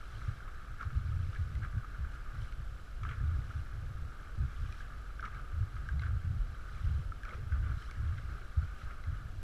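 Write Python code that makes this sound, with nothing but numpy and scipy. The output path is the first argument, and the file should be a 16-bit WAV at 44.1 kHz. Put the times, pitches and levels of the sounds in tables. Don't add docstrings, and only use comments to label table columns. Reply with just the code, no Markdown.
import sys
import numpy as np
from scipy import signal
from scipy.fft import rfft, irfft
from scipy.io import wavfile
from scipy.ndimage import uniform_filter1d

SR = 44100
rng = np.random.default_rng(int(sys.argv[2]) if len(sys.argv) > 2 else 0)


def store_wav(level_fs):
    pcm = np.round(np.clip(np.atleast_2d(level_fs), -1, 1) * 32767)
    wavfile.write(sys.argv[1], SR, pcm.T.astype(np.int16))


N = 415855

# frequency in Hz, relative density in dB.
HISS_SPECTRUM = [(500, 5), (3000, 8), (6000, 0), (7000, -3), (7800, 0.5), (8800, -18), (10300, -15),
                 (12300, -9), (14000, -44), (15000, -6)]
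SWAY_SPECTRUM = [(8, -1.5), (22, 2.5), (36, 1.5), (55, 2), (80, -19), (140, -19), (300, -57)]
RUB_SPECTRUM = [(20, -18), (45, -4.5), (68, 4.5), (100, -0.5), (130, -4), (150, -12), (175, -22.5),
                (210, -24.5), (300, -35), (600, -68.5), (2500, -76)]
WASH_SPECTRUM = [(60, -2.5), (200, 4), (330, -0.5), (500, -2.5), (750, -4.5), (950, -10), (1300, -8.5),
                 (5000, -55.5)]
SPRAY_SPECTRUM = [(1200, -20.5), (1900, -2), (2200, -2.5), (2600, -5), (2950, -3), (3250, -3), (3650, -6.5),
                  (4050, -2), (4400, -9), (5600, -7.5), (6700, -14), (7700, -15), (9000, -15.5),
                  (14000, -29.5)]
SPLASH_SPECTRUM = [(800, -30), (1100, -10), (1400, 4), (1900, 5), (2200, 5.5), (2600, -5.5), (3300, -3.5),
                   (4200, -26.5), (6000, -20), (12000, -42)]
CASE_SPECTRUM = [(700, -42), (980, -25.5), (1100, -7), (1220, 0), (1320, -1.5), (1450, -1.5), (1600, -2.5),
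                 (1750, -8), (1900, -17.5), (2150, -14), (2500, -22.5), (4000, -46), (10000, -71)]
# frequency in Hz, t60 in seconds.
CAVE_DECAY = [(200, 1.2), (1400, 0.66), (4000, 0.53), (10000, 0.33)]
# start in seconds, length in seconds, relative level in dB.
MOUNT_RUBS = [(.13, 0.098, -41.5), (.27, .07, -39), (.69, .03, -38.5), (.85, 0.026, -34.5), (.93, .07, -31),
              (1.04, .25, -33.5), (1.39, 0.27, -35), (1.74, 0.034, -30.5), (1.99, 0.047, -34),
              (2.33, 0.1, -39.5), (2.58, 0.039, -36.5), (2.68, 0.046, -47.5), (3.0, 0.14, -37.5),
              (3.18, .22, -31.5), (3.42, 0.085, -40), (3.55, 0.047, -34), (3.73, .33, -40.5),
              (4.38, 0.077, -29.5), (4.57, .14, -38), (5.345, 0.017, -39.5), (5.53, .12, -34.5),
              (5.74, 0.16, -41.5), (5.91, 0.26, -32), (6.24, .13, -31.5), (6.39, 0.14, -42),
              (6.74, 0.1, -40), (6.83, 0.17, -32), (7.04, 0.059, -37.5), (7.34, 0.24, -37.5),
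              (7.52, 0.24, -32.5), (7.97, 0.16, -33.5), (8.12, .22, -39.5), (8.57, 0.053, -30.5),
              (8.83, 0.035, -39), (9.07, 0.071, -33), (9.2, 0.21, -42.5)]
# start in seconds, relative peak in dB, pitch in Hz, t60 in seconds.
MOUNT_BUMPS = [(.278, -27, 96.3, 0.12), (.945, -25, 66, .17), (1.385, -26, 90.2, .2),
               (1.747, -31, 100.2, .17), (1.992, -27, 68.4, 0.36), (4.39, -20.5, 68.4, 0.25),
               (4.6, -27, 40, 0.28), (5.596, -28, 106, 0.22), (5.906, -29.5, 70, .22),
               (6.389, -22.5, 37.9, 0.21), (6.859, -21, 42, 0.1), (7.528, -21.5, 74.3, 0.17),
               (7.58, -25.5, 42.45, 0.24), (7.981, -26.5, 59.2, 0.18), (8.566, -23, 89.1, 0.24)]
# start in seconds, peak in dB, pitch in Hz.
HULL_GULPS = [(7.293, -57, 603), (7.323, -53, 480), (7.378, -54, 418), (8.294, -52.5, 314),
              (8.35, -55, 397), (8.409, -55, 373), (8.485, -62, 266)]
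# crest in seconds, swell time in seconds, relative level in dB.
FOAM_PATCHES = [(.23, 0.23, -62.5), (.97, .03, -65), (1.33, 0.21, -65), (1.6, 0.09, -71), (2.15, .03, -63),
                (2.45, .07, -62.5), (3.13, 0.044, -69), (3.53, 0.19, -65.5), (4.73, 0.21, -63.5),
                (4.81, .02, -62), (5.77, .03, -70.5), (6.88, 0.23, -64), (7.35, .05, -67),
                (7.84, 0.082, -60.5), (8.3, .5, -68), (8.82, 0.066, -64)]
# time in seconds, relative level in dB.
RIPPLE_CURVE = [(0, -55.5), (.38, -55), (1.05, -56), (1.55, -58.5), (1.9, -55), (2.35, -55.5), (2.85, -61),
                (3.25, -55), (3.95, -58), (4.65, -55.5), (5.1, -57), (5.65, -57), (6.4, -58), (6.85, -55.5),
                (7.1, -60.5), (7.8, -54.8), (8.5, -56.5), (9.2, -55.5), (9.36, -63)]
# start in seconds, length in seconds, relative level in dB.
WAVELETS = [(0.799, 0.032, -48), (1.326, .03, -56), (1.624, 0.026, -52.5), (3.05, 0.089, -50.5),
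            (5.228, 0.038, -49.5), (5.33, .07, -54.5), (6.018, .055, -50.5), (7.24, 0.12, -54),
            (7.52, 0.054, -55), (7.63, 0.074, -52), (8.28, .08, -58), (8.62, 0.015, -58),
            (8.872, 0.036, -53)]
# start in seconds, relative peak in dB, bubble pitch in Hz, crack cutoff in Hz.
DRIPS = [(.829, -51, 2300, 11000), (1.3493, -50, 2140, 3500), (1.553, -47.5, 2030, 8000),
         (1.633, -49, 2120, 3000), (2.4179, -53, 3020, 6000), (2.5238, -49, 2190, 6000),
         (3.034, -50, 2340, 6000), (3.0915, -47, 2370, 3500), (4.725, -45, 2410, 8000),
         (5.2064, -49.5, 2150, 6000), (5.254, -45, 2190, 3000), (5.3471, -48, 2250, 2000),
         (5.888, -48, 2190, 9000), (5.9947, -44, 2116, 3500), (6.02, -47, 2010, 3500),
         (7.233, -47, 1780, 12000), (7.2512, -46, 2330, 5000), (7.2918, -48, 2130, 3500),
         (7.341, -51, 2370, 3000), (7.8224, -52.5, 3100, 4500), (7.911, -44, 2200, 8000),
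         (8.1794, -48.5, 2050, 4000), (9.0389, -48, 2030, 3970)]
# start in seconds, relative peak in dB, pitch in Hz, splash trim in dB.
AIR_POCKETS = [(0.2166, -35.5, 1290, -21), (0.477, -38.5, 1230, -16), (0.8097, -30.5, 1374, -20.5),
               (0.828, -32, 1280, -26), (0.903, -39, 1335, -22), (1.1266, -40, 1290, -18),
               (1.3588, -38, 1650, -13), (1.6306, -41.5, 1640, -12), (1.6479, -38.5, 1322, -9),
               (1.7272, -42, 1540, -23), (1.7804, -42.5, 1510, -22), (1.844, -35.5, 1260, -26),
               (1.945, -41, 1400, -27), (3.0326, -34, 1260, -14), (3.0503, -31, 1274, -25),
               (3.0891, -39, 1390, -9), (3.1113, -36.5, 1294, -9), (3.1314, -45.5, 1420, -4),
               (3.5084, -41, 1350, -24), (4.1185, -45, 1330, -20), (4.805, -37.5, 1596, -20),
               (5.1035, -45.5, 1334, -21), (5.1946, -34, 1515, -24.5), (5.226, -32.5, 1350, -22),
               (5.239, -31.5, 1267, -22), (5.247, -35, 1380, -15), (5.258, -34, 1250, -14),
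               (5.2767, -33.5, 1255, -22), (5.3937, -36, 1248, -21), (5.765, -38.5, 1283, -19.5),
               (5.888, -30, 1575, -26), (6.018, -38.5, 1465, -13.5), (6.034, -34, 1500, -19),
               (6.064, -38, 1320, -21), (7.1198, -33, 1324, -35), (7.2332, -37, 1600, -24),
               (7.2524, -36.5, 1330, -19.5), (7.2824, -40, 1257, -16), (7.3075, -41, 2130, -17),
               (7.3322, -37, 1306, -22), (7.52, -40, 1530, -12), (7.7163, -42, 1370, -20),
               (8.1827, -43, 1540, -12), (8.8143, -41, 1340, -10), (8.908, -43, 1380, -10)]

LAP_ATTACK_S, LAP_RELEASE_S = 0.012, 0.026
TIME_S = np.arange(N) / SR


def gain(db):
    return 10 ** (np.asarray(db) / 20)


def unit_rms(x):
    return x / np.sqrt(np.mean(x ** 2) + 1e-20)


def interp_log(points, hz):
    points_hz, values = np.transpose(points)
    return np.interp(np.log(hz + 1), np.log(points_hz + 1), values)


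def add(mix, start_s, sound):
    part = mix[max(round(start_s * SR), 0):][:len(sound)]
    part += sound[:len(part)]


def colour(x, spectrum, size=8192):
    log_gain = np.log(gain(interp_log(spectrum, abs(np.fft.fftfreq(size, 1 / SR)))))
    response = np.exp(np.conj(signal.hilbert(log_gain)))
    taps = np.fft.ifft(response).real[:size // 2]
    return signal.oaconvolve(x, taps)[:len(x)]


def shaped_noise(spectrum):
    return unit_rms(colour(rng.standard_normal(N), spectrum))


def drift(rate_hz):
    hz = np.fft.rfftfreq(N, 1 / SR)
    return unit_rms(irfft(rfft(rng.standard_normal(N)) / (1 + (hz / rate_hz) ** 4), N))


def patter(per_s, spread_db):
    size = gain(spread_db * np.minimum(rng.exponential(1, N), 4))
    return size * rng.choice([-1, 1], N) * (rng.random(N) < per_s / SR)


def ring(hz, t60_s, rise_s, glide):
    t = np.arange(int(t60_s * SR) + 2) / SR
    envelope = (1 - np.exp(-(t / rise_s) ** 2)) * np.exp(-np.log(1000) * t / t60_s)
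    return envelope / envelope.max() * np.sin(2 * np.pi * hz * t * (1 + glide * t / t60_s / 2))


def bubbles(low_hz, high_hz, per_s, spread_db, cycles, sizes=24):
    swarm = np.zeros(N)
    for hz in np.geomspace(low_hz, high_hz, sizes):
        bubble = ring(hz, t60_s=cycles / hz, rise_s=2.3 / hz, glide=0.07)
        swarm += signal.oaconvolve(patter(per_s / sizes, spread_db), bubble)[:N]
    return unit_rms(swarm)


def burst_power(rows, attack_s, release_s):
    power = np.zeros(N)
    for start_s, length_s, db in rows:
        rise = np.clip((TIME_S - start_s) / attack_s + 0.5, 0, 1)
        fall = np.exp(-np.clip((TIME_S - start_s - length_s) / release_s, 0, 20))
        power += (gain(db) * rise * fall) ** 2
    return power


def camera_whine(frame_hz=30):
    pulses = np.sin(np.pi * frame_hz * TIME_S) ** 4
    whine_hz = 10270 + 160 * drift(rate_hz=400)
    return gain(-85.5) * unit_rms(pulses * np.sin(2 * np.pi * np.cumsum(whine_hz) / SR))


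def cave_echo(x, build_s=0.0089):
    hz, t, noise = signal.stft(rng.standard_normal(SR), SR, nperseg=256)
    fade = gain(-60 * t / interp_log(CAVE_DECAY, hz)[:, None])
    tail = signal.istft(noise * fade * (1 - np.exp(-t / build_s)), SR, nperseg=256)[1]
    return signal.oaconvolve(x, tail / np.linalg.norm(tail))[:N]


def mount_rumble():
    sway = gain(-43) * shaped_noise(SWAY_SPECTRUM)
    slips = signal.hilbert(colour(rng.standard_normal(N), RUB_SPECTRUM))
    even_slips = slips.real / np.sqrt(uniform_filter1d(abs(slips) ** 2, size=2400))
    pressure = np.sqrt(gain(-52) ** 2 + burst_power(MOUNT_RUBS, attack_s=0.0198, release_s=0.02))
    slip_hz = 80 * np.exp(0.2 * drift(rate_hz=14))
    shudder = np.sin(2 * np.pi * np.cumsum(slip_hz) / SR)
    rub = gain(-2) * pressure * unit_rms(even_slips + gain(-6) * shudder)
    knocks = np.zeros(N)
    for start_s, db, hz, t60_s in MOUNT_BUMPS:
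        add(knocks, start_s, gain(db - 2) * ring(hz, t60_s, rise_s=0.01, glide=-0.084))
    return sway + rub + knocks


def gurgle(lap_power, stir_s=0.031):
    wash = shaped_noise(WASH_SPECTRUM)
    swarm = bubbles(253, 917, per_s=80, spread_db=0.5, cycles=13)
    stirs = [(start_s, stir_s, db - 13) for start_s, db, _ in HULL_GULPS]
    rest_power = gain(-64 + 0.43 * drift(rate_hz=3.5)) ** 2
    power = rest_power + burst_power(stirs, LAP_ATTACK_S, LAP_RELEASE_S) + gain(-14) ** 2 * lap_power
    out = gain(2.5) * np.sqrt(power) * unit_rms(wash + gain(-10.5) * swarm)
    for start_s, db, hz in HULL_GULPS:
        add(out, start_s, gain(db) * ring(hz, t60_s=0.093, rise_s=0.003, glide=0.12))
    return out


def foam_power(fade_ratio=0.6):
    power = np.zeros(N)
    for crest_s, swell_s, db in FOAM_PATCHES:
        width_s = np.where(TIME_S < crest_s, swell_s, swell_s * fade_ratio)
        power += gain(db) ** 2 * np.exp(-np.minimum(((TIME_S - crest_s) / width_s) ** 2, 20))
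    return power


def spray(lap_power):
    fizz = bubbles(1912, 7480, per_s=300, spread_db=1, cycles=44)
    specks = unit_rms(patter(per_s=260, spread_db=2.6))
    drops = fizz + gain(-4) * specks + gain(7) * rng.standard_normal(N)
    power = gain(-68) ** 2 + foam_power() + gain(-16.5) ** 2 * lap_power
    return gain(-2.5) * np.sqrt(power) * unit_rms(colour(drops, SPRAY_SPECTRUM))


def lull_gain(lead_s=0.061, width_s=0.025, dip_db=-1.5):
    dips = sum(np.exp(-np.minimum(((TIME_S - start_s + lead_s) / width_s) ** 2, 20))
               for start_s, _, _ in WAVELETS)
    return gain(dip_db * dips)


def lapping(lap_power):
    swarm = bubbles(1168, 1880, per_s=260, spread_db=2.3, cycles=33)
    near = unit_rms(colour(swarm, CASE_SPECTRUM))
    slaps = unit_rms(colour(patter(per_s=220, spread_db=2.7), CASE_SPECTRUM))
    far = shaped_noise(CASE_SPECTRUM)
    water = unit_rms(near + gain(-2) * slaps + gain(2.5) * far)
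    ripple_db = np.interp(TIME_S, *np.transpose(RIPPLE_CURVE)) + 0.5 * drift(rate_hz=12)
    ripple = gain(ripple_db) * lull_gain()
    return gain(-0.36) * np.sqrt(ripple ** 2 + lap_power) * water


def drip_ticks(decay_s=0.0016):
    out = np.zeros(N)
    t = np.arange(SR // 20) / SR
    for start_s, db, hz, cutoff_hz in DRIPS:
        blow = rng.standard_normal(len(t)) * np.exp(-t / decay_s)
        low_pass = signal.butter(2, cutoff_hz, fs=SR)
        crack = signal.lfilter(*low_pass, colour(blow, SPRAY_SPECTRUM))
        tap = colour(blow, CASE_SPECTRUM)
        add(out, start_s, gain(db + 1) * crack / abs(crack).max())
        add(out, start_s, gain(db - 3.5) * tap / abs(tap).max())
        add(out, start_s, gain(db - 3) * ring(hz, t60_s=0.026, rise_s=0.00069, glide=0.048))
    return out


def plops(tap_delay_s=0.001497, splash_decay_s=0.01):
    out = np.zeros(N)
    t = np.arange(SR // 10) / SR
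    tap = colour(signal.unit_impulse(len(t)), CASE_SPECTRUM)
    for start_s, db, hz, splash_db in AIR_POCKETS:
        splash = colour(rng.standard_normal(len(t)) * np.exp(-t / splash_decay_s), SPLASH_SPECTRUM)
        add(out, start_s, gain(db - 2.5) * ring(hz, t60_s=0.022, rise_s=0.0018, glide=0.038))
        add(out, start_s + tap_delay_s, gain(db - 10) * tap / abs(tap).max())
        add(out, start_s, gain(db + splash_db + 3) * splash / abs(splash).max())
    return out


def scene():
    near = plops() + drip_ticks()
    echo = gain(-15) * cave_echo(near)
    lap_power = burst_power(WAVELETS, LAP_ATTACK_S, LAP_RELEASE_S)
    water = lapping(lap_power) + spray(lap_power) + gurgle(lap_power)
    return (near + echo + water + mount_rumble())[None]


def record(dry):
    hiss = gain(-68.5) * shaped_noise(HISS_SPECTRUM)
    low_pass = signal.firwin(511, 14400, window=("kaiser", 9), fs=SR)
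    return signal.oaconvolve(dry + hiss + camera_whine(), low_pass[None], "same")


dry = scene()
out = record(dry)
store_wav(out)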